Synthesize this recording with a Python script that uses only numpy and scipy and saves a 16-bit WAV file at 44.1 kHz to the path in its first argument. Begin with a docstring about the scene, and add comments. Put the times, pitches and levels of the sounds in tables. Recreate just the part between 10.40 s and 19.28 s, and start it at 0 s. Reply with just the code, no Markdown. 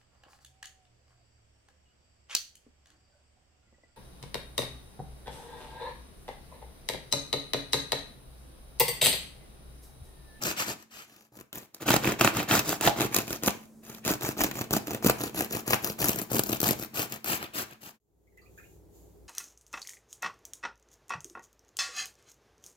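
"""A small kitchen, close up: a serrated knife saws a crusty loaf on a wooden board, heard in stereo by a phone.
Each stroke is noise shaped by a random stream of breaking crust cells, with short bursts for cracks, ticks
and soft taps of the blade; filters for loaf, crust, teeth and blade colour it, and reflections place it.
The sawing fades out quickly and a second, humming kitchen fades in, where the last splashes from a kettle
fall into a mug: gliding sine bubbles with noise spray, over a soft hiss."""
import sys
import numpy as np
from scipy import signal
from scipy.fft import rfft, irfft
from scipy.io import wavfile
from scipy.ndimage import uniform_filter1d

SR = 44100
rng = np.random.default_rng(int(sys.argv[2]) if len(sys.argv) > 2 else 0)


def unload_wav(signal):
    """Save mono or channel-first audio to the path in sys.argv[1] as 16-bit WAV at rate SR, clipped to [-1, 1]."""
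    wavfile.write(
        sys.argv[1],
        SR,
        np.round(np.clip(np.atleast_2d(signal).T, -1, 1) * 32767).astype(np.int16),
    )


N = 391608
TIME = np.arange(N) / SR

# where the cut lies, and its brightness: (time [s], lead of the left microphone [samples],
# left minus right before weighting by layer [dB], blade sheen gain [dB], tooth rasp gain [dB])
CUT_PLACE = [(.6, 9.2, 6, -6, 1.5), (1.1, 7, 3.5, 3.5, -1.5), (1.5, 0.97, -0.5, -4.5, -3.5),
             (3.1, 3.91, 1, 0, 0.1), (4.7, 6.8, 2, 0.5, -2), (5.6, 8.86, 5, 3, -0.5),
             (7.2, 11.5, 6, 0, 0.2)]
# how deep the teeth dig in: (time [s], depth [0 = sliding over the crust, 1 = tearing through it])
CUT_DEPTH = [(.05, 0.52), (.2, 0.015), (.3, 0.48), (.6, 0.062), (.95, 1), (1.15, 0.61), (1.8, 0.61),
             (2.2, .5), (3.1, 0.72), (3.7, 0.62), (4.45, 0.79), (5.25, 0.65), (5.75, 0.67), (5.95, 0.84),
             (6.3, 0.75), (6.6, .48), (7.15, 0.31), (7.5, 0.42)]
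# colour of water hiss and spray: (frequency [Hz], level [dB])
WATER_COLOUR = [(1000, -12), (2000, -17), (3200, -6.5), (5500, -7.5), (7000, 5.5), (9000, -11), (12000, 2),
                (16000, -5)]

# crossovers between loaf, crust, teeth and blade
LOAF_TOP_HZ, CRUST_TOP_HZ, TEETH_TOP_HZ = 500, 4000, 9500


def undb(db):
    """Decibels to gain."""
    return 10 ** (np.asarray(db) / 20)


def curve(rows, axis=1):
    """One column of a table, joined by straight lines in time."""
    rows = np.array(rows)
    return np.interp(TIME, rows[:, 0], rows[:, axis])


def unit(x):
    """Scale to an energy of one per channel."""
    energy = np.sum(x ** 2, axis=-1, keepdims=True)
    return x / np.sqrt(energy + 1e-20)


def add(out, s, x):
    """Mix a short sound in at time s."""
    i = int(s * SR)
    out[i:i + len(x)] += x[:N - i]


def convolve(x, impulse):
    """Pass a sound through an impulse response."""
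    return signal.oaconvolve(x, impulse)[:len(x)]


def colour(points, hz):
    """Gain of a spectrum at the given frequencies, joined along log frequency."""
    f, db = np.transpose(points)
    return undb(np.interp(np.log(hz + 1), np.log(f), db))


def response(points, lo, hi, size=4096):
    """Minimum-phase impulse response of a spectrum between two soft edges: its energy comes at once."""
    hz = np.arange(size // 2 + 1) * SR / size + 1
    edges = np.sqrt((1 + (lo / hz) ** 10) * (1 + (hz / hi) ** 10))
    gain = colour(points, hz) / edges
    # folding the cepstrum forward in time makes the response causal
    cepstrum = irfft(np.log(gain + 1e-5))
    cepstrum[1:size // 2] *= 2
    cepstrum[size // 2 + 1:] = 0
    return unit(irfft(np.exp(rfft(cepstrum))))


def tail(t60, delay, share, size=22050):
    """Reflections that start after a delay and die away; a small share leaves them few and distinct."""
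    t = TIME[:size]
    echoes = rng.standard_normal(size) * (rng.random(size) < share)
    return unit(echoes * undb(-60 * t / t60) * (t > delay))


def noise(points, db):
    """Steady noise with a given spectrum and RMS level."""
    hz = np.arange(N // 2 + 1) * SR / N
    x = irfft(rfft(rng.standard_normal(N)) * colour(points, hz), N)
    return unit(x) * np.sqrt(N) * undb(db)


def kitchen(x, pan_db, near_db, room_db, near_t60=.026, room_t60=0.34, count=4):
    """Two microphones hear the direct sound, single echoes off board and counter, and the room."""
    n, lead = np.arange(N), curve(CUT_PLACE) / 2
    # short stretches of sound take turns at random spots, each with its own nearby reflections
    spot = np.repeat(rng.integers(count, size=N // 256 + 1), 256)[:N]
    parts = [x * uniform_filter1d((spot == k) * 1., size=64) for k in range(count)]
    channels = []
    for side in (1, -1):  # left, right
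        heard_at = n + np.round(side * lead).astype(int)
        direct = x[np.clip(heard_at, 0, N - 1)]
        near = sum(convolve(part, tail(near_t60, .0001, .1, size=2048)) for part in parts)
        room = convolve(x, tail(room_t60, 0.0095, 1))
        mix = direct + undb(near_db) * near + undb(room_db) * room
        channels.append(mix * undb(side * pan_db / 2))
    return np.array(channels) / np.sqrt(1 + undb(2 * near_db) + undb(2 * room_db))


def board_air():
    """Quiet room air and a slightly wavering low hum, riding one level curve."""
    # room air: (frequency [Hz], level [dB])
    air_colour = [(30, -16.5), (70, -7.5), (230, -1.5), (700, -14.5), (3000, -38), (6500, -26.5),
                  (16000, -32)]
    # gain of hum and air together: (time [s], level [dB])
    air_level = [(0, -57.5), (1.35, -86), (1.45, -55.5), (6.3, -54), (7.5, -67.5)]
    waver = np.interp(TIME, TIME[::4000], rng.standard_normal(len(TIME[::4000])))
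    hum = np.sqrt(2) * np.sin(2 * np.pi * np.cumsum(220.7 + 1.5 * waver) / SR)
    shared_air = noise(air_colour, -5)
    wide_air = np.array([noise(air_colour, -8) for _ in range(2)])
    return (hum + shared_air + wide_air) * undb(curve(air_level))


def dig(s):
    """How much deeper than usual the blade sits at time s."""
    usual_depth = 0.59
    return np.interp(s, *np.transpose(CUT_DEPTH)) - usual_depth


def strokes():
    """Lone scrapes, and saw cycles of a push and a usually weaker pull: (start s, length s, dB, 1 if pulled)."""
    # the blade grazes the crust while lifted or lined up: (start [s], length [s], base level [dB])
    scrapes = [(0.017, 0.11, -39), (0.168, 0.079, -41.5), (0.255, 0.081, -42), (.384, 0.06, -64.5),
               (0.51, 0.14, -58.5), (0.646, 0.23, -66.5), (0.926, .1, -60), (1.135, 0.066, -50.5),
               (1.183, 0.077, -61), (1.337, 0.045, -64), (1.404, 0.041, -47), (3.434, 0.16, -54.5),
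               (7.411, .1, -56)]
    # saw cycles: (start [s], length of the push [s], base push level [dB], base pull level [dB])
    saw_cycles = [(1.463, 0.11, -29.5, -30.5), (1.791, .106, -32, -33.5), (2.086, .118, -30, -37.5),
                  (2.416, 0.084, -31, -32.5), (2.72, 0.1, -36.5, -41), (3.03, 0.078, -35.5, -66),
                  (3.648, 0.1, -36, -37.5), (3.977, .098, -33.5, -40.5), (4.309, 0.072, -33, -39.5),
                  (4.629, 0.088, -33.5, -39), (4.944, 0.11, -38.5, -40.5), (5.266, 0.099, -36.5, -41),
                  (5.588, 0.15, -36, -41.5), (5.905, 0.1, -37, -38.5), (6.222, 0.11, -32.5, -45.5),
                  (6.544, 0.11, -39.5, -47), (6.854, 0.12, -38.5, -44.5), (7.14, .098, -42.5, -56)]
    # a firm pull runs its full length, a light one stops sooner: (pull level [dB], share of full length)
    pull_reach = [(-44, .75), (-40, 1)]
    # the hand turns round partway to the next push; both are shares of one cycle
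    pull_starts, pull_lasts, slowest_cycle_s = .49, .345, .33
    moves = [(start, length, db, 0) for start, length, db in scrapes]
    gaps = np.diff([row[0] for row in saw_cycles])
    cycles = np.minimum(np.append(gaps, gaps[-1]), slowest_cycle_s)
    for (start, length, push_db, pull_db), cycle in zip(saw_cycles, cycles):
        reach = np.interp(pull_db, *np.transpose(pull_reach))
        moves.append((start, length, push_db, 0))
        moves.append((start + pull_starts * cycle, reach * pull_lasts * cycle, pull_db, 1))
    return moves


def pressure(gain_db, deep_db, pull_db, rise_s, fall_s, arch_db):
    """Each stroke sets in fast, peaks midway and dies as the knife turns; depth and direction shift it."""
    power, pull_shift = np.zeros(N), np.broadcast_to(pull_db, N)
    for start, length, db, pulled in strokes():
        span = slice(max(0, int((start - .05) * SR)), int((start + length + .2) * SR))
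        t = TIME[span] - start
        arch = arch_db * (np.sin(np.pi * np.clip(t / length, 0, 1)) - 1)
        edges = np.exp(np.minimum(t, 0) / rise_s - np.maximum(t - length, 0) / fall_s)
        level = db + gain_db + deep_db * dig(start + length / 2) + pulled * pull_shift[span]
        power[span] += (undb(level + arch) * edges) ** 2
    return np.sqrt(power)


def fractures(burst_s, tooth_hz, bite_db, slide_rub):
    """Cells break at random, mostly small, loudest as each tooth bites; a sliding blade mostly rubs."""
    per_s, spread_db, deep_rub = 650, 5.5, .06
    breaks = rng.random(N) < per_s / SR
    sizes = undb(spread_db * np.minimum(rng.exponential(size=N), 4)) * breaks
    power = convolve(sizes ** 2, np.exp(-TIME[:1000] / burst_s))
    speed = np.interp(TIME, TIME[::1000], np.exp(0.25 * rng.standard_normal(len(TIME[::1000]))))
    tooth = np.cumsum(tooth_hz * speed / SR) % 1  # 0 at the bite, towards 1 before the next
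    depth = np.clip(curve(CUT_DEPTH), 0, 1)
    rub = deep_rub + slide_rub * (1 - depth) ** 3
    return np.sqrt(np.abs(power) / power.mean() + rub) * undb(-bite_db * depth * tooth)


def sawing(grain, body, even_s):
    """The stream of fractures rings a body; its strength stays even over a few teeth."""
    x = convolve(grain * rng.standard_normal(N), body)
    return x / np.sqrt(uniform_filter1d(x ** 2, int(even_s * SR)) + 1e-9)


def hollow(x, turn_hz, tilt_db):
    """The deeper the cut, the more the crumb muffles the crackle and the lower the crust sounds."""
    low = signal.sosfiltfilt(signal.butter(2, turn_hz, fs=SR, output="sos"), x)
    gain = undb(tilt_db * (curve(CUT_DEPTH) - 0.6576))
    return low * gain + (x - low) / gain


def cracks_and_ticks(count=2):
    """Placed contacts, and random ones whose level follows their stroke: (s, crack dB, tick dB)."""
    # cracks, ticks and soft taps of the blade on the crust:
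    # (time [s], base crust crack level [dB], base tooth tick level [dB])
    contacts = [(.0363, -39.5, -26.5), (.0692, -30.5, -28), (.989, -46.5, -56), (1.01, -48, -50),
                (1.129, -41.5, -39.5), (1.346, -53.5, -37), (1.4869, -20, -28.5), (1.5062, -17.5, -31),
                (1.5401, -18, -16.5), (1.5634, -21, -17), (1.8108, -13.5, -17.5), (1.8467, -15, -16),
                (1.8751, -14.5, -26), (2.1117, -19, -35.5), (2.1525, -21, -21.5), (2.1918, -27, -18.5),
                (2.2921, -31, -20.5), (2.4104, -28.5, -24), (2.4751, -15, -20.5), (2.746, -31, -19.5),
                (2.7642, -25, -16), (3.0353, -32.5, -27), (3.0814, -19, -25), (3.65, -35, -33),
                (3.6782, -25, -25), (4.1127, -32, -34.5), (4.6455, -29, -26.5), (4.669, -27.5, -22.5),
                (4.6973, -17.5, -19), (5.0079, -27, -28), (5.1249, -55, -32), (5.3326, -15, -38),
                (5.343, -24, -27), (5.445, -33, -25.5), (5.618, -32, -28), (5.6846, -33.5, -22.5),
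                (5.9161, -37, -33.5), (5.9936, -24, -20), (6.0361, -44, -27), (6.1314, -27, -35),
                (6.2031, -35.5, -25.5), (6.2152, -39, -27.5), (6.2709, -40, -42.5), (6.7227, -43, -33),
                (6.844, -37, -33), (7.186, -43, -30.5)]
    over_stroke_db, scatter_db = 3.5, 3.5
    rows = list(contacts)
    for start, length, db, _ in strokes():
        for place in rng.triangular(0, .5, 1, count):
            crack, tick = db + over_stroke_db + scatter_db * rng.standard_normal(2)
            rows.append((start + place * length, crack, tick))
    return rows


def snapping(body, times, levels_db, crack_s, splinter):
    """Each contact rings a body with one short impulse, then a few milliseconds of splintering noise."""
    level_window_s = .005  # levels are RMS over this time
    out, t = np.zeros(N), TIME[:len(body)]
    shape = np.exp(-t / crack_s) + splinter * np.exp(-t / .0035)
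    crack = np.roll(body, int(crack_s * SR / 2))
    for s, db in zip(times, levels_db):
        splinters = unit(convolve(shape * rng.standard_normal(len(t)), body))
        snap = unit(np.sqrt(2) * crack + splinters)
        add(out, s, snap * undb(db) * np.sqrt(level_window_s * SR))
    return out


def knocks():
    """The tip comes through the loaf and rings the wooden board as decaying sine modes."""
    # blade tip on the board: (time [s], level [dB])
    tip_hits = [(2.4745, -18.5), (2.483, -24.5)]
    # modes of the board: (frequency [Hz], relative level [dB], t60 [s])
    board_modes = [(690, -1.5, 0.042), (770, 8, 0.043), (828, 0, .05), (1340, -13, .04)]
    out, t = np.zeros(N), TIME[:4096]
    ring = sum(undb(db - 60 * t / t60) * np.sin(2 * np.pi * hz * t) for hz, db, t60 in board_modes)
    for s, db in tip_hits:
        add(out, s, undb(db) * ring)
    return out


def bread():
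    """The same fractures thump the loaf, crackle in the crust, tick on the teeth and glint in the steel."""
    # colour of loaf and board: (frequency [Hz], level [dB])
    loaf_colour = [(25, -42), (50, -10), (88, -9.5), (122, 2), (160, -4.5), (220, -0.5), (260, -5),
                   (305, 2), (400, -3.5), (600, -7)]
    # colour of the crust: (frequency [Hz], level [dB])
    crust_colour = [(400, -9.5), (600, -4), (760, -2.5), (1000, -4), (1400, -6.5), (2000, -9), (2600, -8.5),
                    (3400, -13.5), (5000, -12)]
    # colour of the teeth: (frequency [Hz], level [dB])
    teeth_colour = [(3500, -5.5), (5200, -5.5), (7100, -3), (8200, -7.5), (9100, -15.5), (11000, -4)]
    # the steel blade's bright top: (frequency [Hz], level [dB])
    blade_colour = [(9000, -9.5), (10500, -1.5), (10950, -5), (11500, 2), (12100, -7.5), (13400, 6),
                    (14100, -5), (14500, -4.5), (15050, 1.5), (15650, -3), (16300, -19.5)]
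    # the teeth catch in the crumb and thump the loaf: (time [s], level [dB])
    catches = [(2.6512, -26), (3.7062, -21.5), (4.004, -30), (4.6457, -21), (4.664, -18.5), (5.7621, -31),
               (5.9158, -29), (7.227, -39)]
    # shift of the treble in the pulls: (time [s], level [dB])
    pull_treble = [(2, -5), (2.3, 1.5), (2.6, -6), (2.95, 0), (4.5, -4.5), (4.85, -1.5), (6.4, -1),
                   (7.05, -13)]

    times, crack_db, tick_db = np.transpose(cracks_and_ticks())
    # each contact also jolts the loaf: 5.5 dB under the mean of its crack and tick, more in a deep cut
    jolt_db = (crack_db + tick_db) / 2 - 5.5 + 20.5 * dig(times)
    # bite_db: how far the crackle sinks between one tooth's bite and the next at full depth
    grain = fractures(burst_s=0.00025, tooth_hz=55.4, bite_db=5, slide_rub=6.4)
    loaf = response(loaf_colour, 38, LOAF_TOP_HZ)
    crust = response(crust_colour, LOAF_TOP_HZ, CRUST_TOP_HZ)
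    teeth = response(teeth_colour, CRUST_TOP_HZ, TEETH_TOP_HZ)
    blade = response(blade_colour, TEETH_TOP_HZ, SR)

    weight = pressure(gain_db=4.5, deep_db=11.5, pull_db=-0.5, rise_s=0.007, fall_s=0.044, arch_db=11.0)
    thump = sawing(grain, loaf, 0.076) * weight
    thump += snapping(loaf, times, jolt_db, crack_s=0.00091, splinter=0.19)
    thump += snapping(loaf, *np.transpose(catches), crack_s=.001, splinter=.3)

    crush = pressure(gain_db=4.5, deep_db=-6.5, pull_db=-2.35, rise_s=0.0074, fall_s=0.011, arch_db=9)
    crunch = sawing(grain, crust, 0.03) * crush
    crunch = hollow(crunch, turn_hz=1140, tilt_db=10.5) + knocks()
    crunch += snapping(crust, times, crack_db, crack_s=.0005, splinter=.25)

    bite = pressure(gain_db=3.0, deep_db=-6.5, pull_db=curve(pull_treble),
                    rise_s=0.0031, fall_s=0.0056, arch_db=8.0)
    # teeth and blade share each tick
    rasp = sawing(grain, teeth, 0.045) * bite
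    rasp += snapping(teeth, times, tick_db, crack_s=.0003, splinter=.2) / np.sqrt(2)
    sheen = sawing(grain, blade, 0.074) * bite
    sheen += snapping(blade, times, tick_db, crack_s=.0003, splinter=.25) / np.sqrt(2)
    sheen *= undb(curve(CUT_PLACE, axis=3))
    rasp *= undb(curve(CUT_PLACE, axis=4))

    pan_db = curve(CUT_PLACE, axis=2)  # the phone's body shades mostly the short waves
    return (kitchen(thump, -.4, near_db=-14.5, room_db=-14)
            + kitchen(crunch, 0.19 * pan_db, near_db=-0.5, room_db=-7)
            + kitchen(rasp, .3 * pan_db, near_db=0, room_db=-10, near_t60=.014)
            + kitchen(sheen, 1.6 * pan_db, near_db=0, room_db=-13, near_t60=.018))


def kettle_air():
    """Noise for air, steady sines for appliance hum, and the soft hiss of pouring in the second kitchen."""
    # room air by the kettle: (frequency [Hz], level [dB])
    air_colour = [(25, -31.5), (55, -4.5), (100, -13), (180, -8.5), (220, -20.5), (300, -11.5), (410, -10),
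                  (600, -22), (780, -23), (1050, -32.5), (1600, -40), (3000, -45), (16000, -41.5)]
    # appliance hum: (frequency [Hz], level [dB])
    hum_tones = [(59.2, -61.5), (96.9, -66), (414.5, -71)]
    # fade-in of hum and air: (time [s], level [dB])
    fade_in = [(7.6, -29), (7.7, -15.5), (8.1, -0.5), (8.4, -0.5), (8.65, 1)]
    # hiss of the trickle and of the kettle being lifted away: (time [s], level [dB])
    trickle = [(7.7, -90), (8, -78), (8.2, -65.5), (8.34, -65.5), (8.48, -84), (8.56, -62), (8.88, -80.5)]
    hum = 0
    for hz, db in hum_tones:
        tone = np.sin(2 * np.pi * (hz * TIME + rng.random()))
        hum = hum + np.sqrt(2) * undb(db - 0.5) * tone
    shared_air = noise(air_colour, -62.5)
    wide_air = np.array([noise(air_colour, -60) for _ in range(2)])
    hiss = np.array([noise(WATER_COLOUR, 0) for _ in range(2)]) * undb(curve(trickle))
    return (hum + shared_air + wide_air) * undb(curve(fade_in)) + hiss


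def drops(glide=0.35, scatter=0.06, apart_s=0.0044, t60=0.068, count=7):
    """Each splash throws a little spray and traps ever quieter bubbles whose pitch rises as they ring out."""
    # splashes into the mug: (time [s], central bubble pitch [Hz], base level [dB])
    splashes = [(7.869, 2060, -67.5), (7.92, 2020, -69), (8.012, 4440, -63), (7.972, 1950, -52.5),
                (7.98, 2510, -59), (8.017, 1187, -59), (8.053, 2490, -58.5), (8.176, 1650, -46),
                (8.187, 1620, -51), (8.18, 2310, -52), (8.23, 2440, -55)]
    spray_db, spray_t60_s = -10.5, .09  # spray level is relative to its splash
    out, t = np.zeros(N), TIME[:4096]
    droplet = response(WATER_COLOUR, 3500, SR)
    for s, hz, db in splashes:
        spray = convolve(rng.standard_normal(len(t)), droplet)
        add(out, s, spray * undb(db + spray_db - 60 * t / spray_t60_s))
        for k, (detune, late) in enumerate(rng.standard_normal((count, 2))):
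            pitch = hz * (1 + scatter * detune) * (1 + glide * t)
            envelope = undb(db - 1.76 * k - 60 * t / t60) * (1 - np.exp(-t / 0.0006))
            bubble = envelope * np.sin(2 * np.pi * pitch * t)
            add(out, s + apart_s * k * (1 + 0.09 * late), bubble)
    return kitchen(out, -1.4, near_db=10, room_db=4.5)


def scene():
    """The bread fades to silence, then the kettle's kitchen takes over."""
    cut_s = 7.6
    fade_out = np.clip((cut_s - TIME) / 0.045, 0, 1) ** 2
    sawn_loaf = (board_air() + bread()) * fade_out
    return sawn_loaf + (kettle_air() + drops()) * (TIME > cut_s)


def record(dry):
    """The phone rounds the highest peaks by soft saturation and cuts the top with a steep low-pass."""
    top_hz = 16100
    low_pass = signal.ellip(10, .2, 70, top_hz, fs=SR, output="sos")
    return signal.sosfilt(low_pass, np.tanh(dry))


dry = scene()
out = record(dry)
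unload_wav(out)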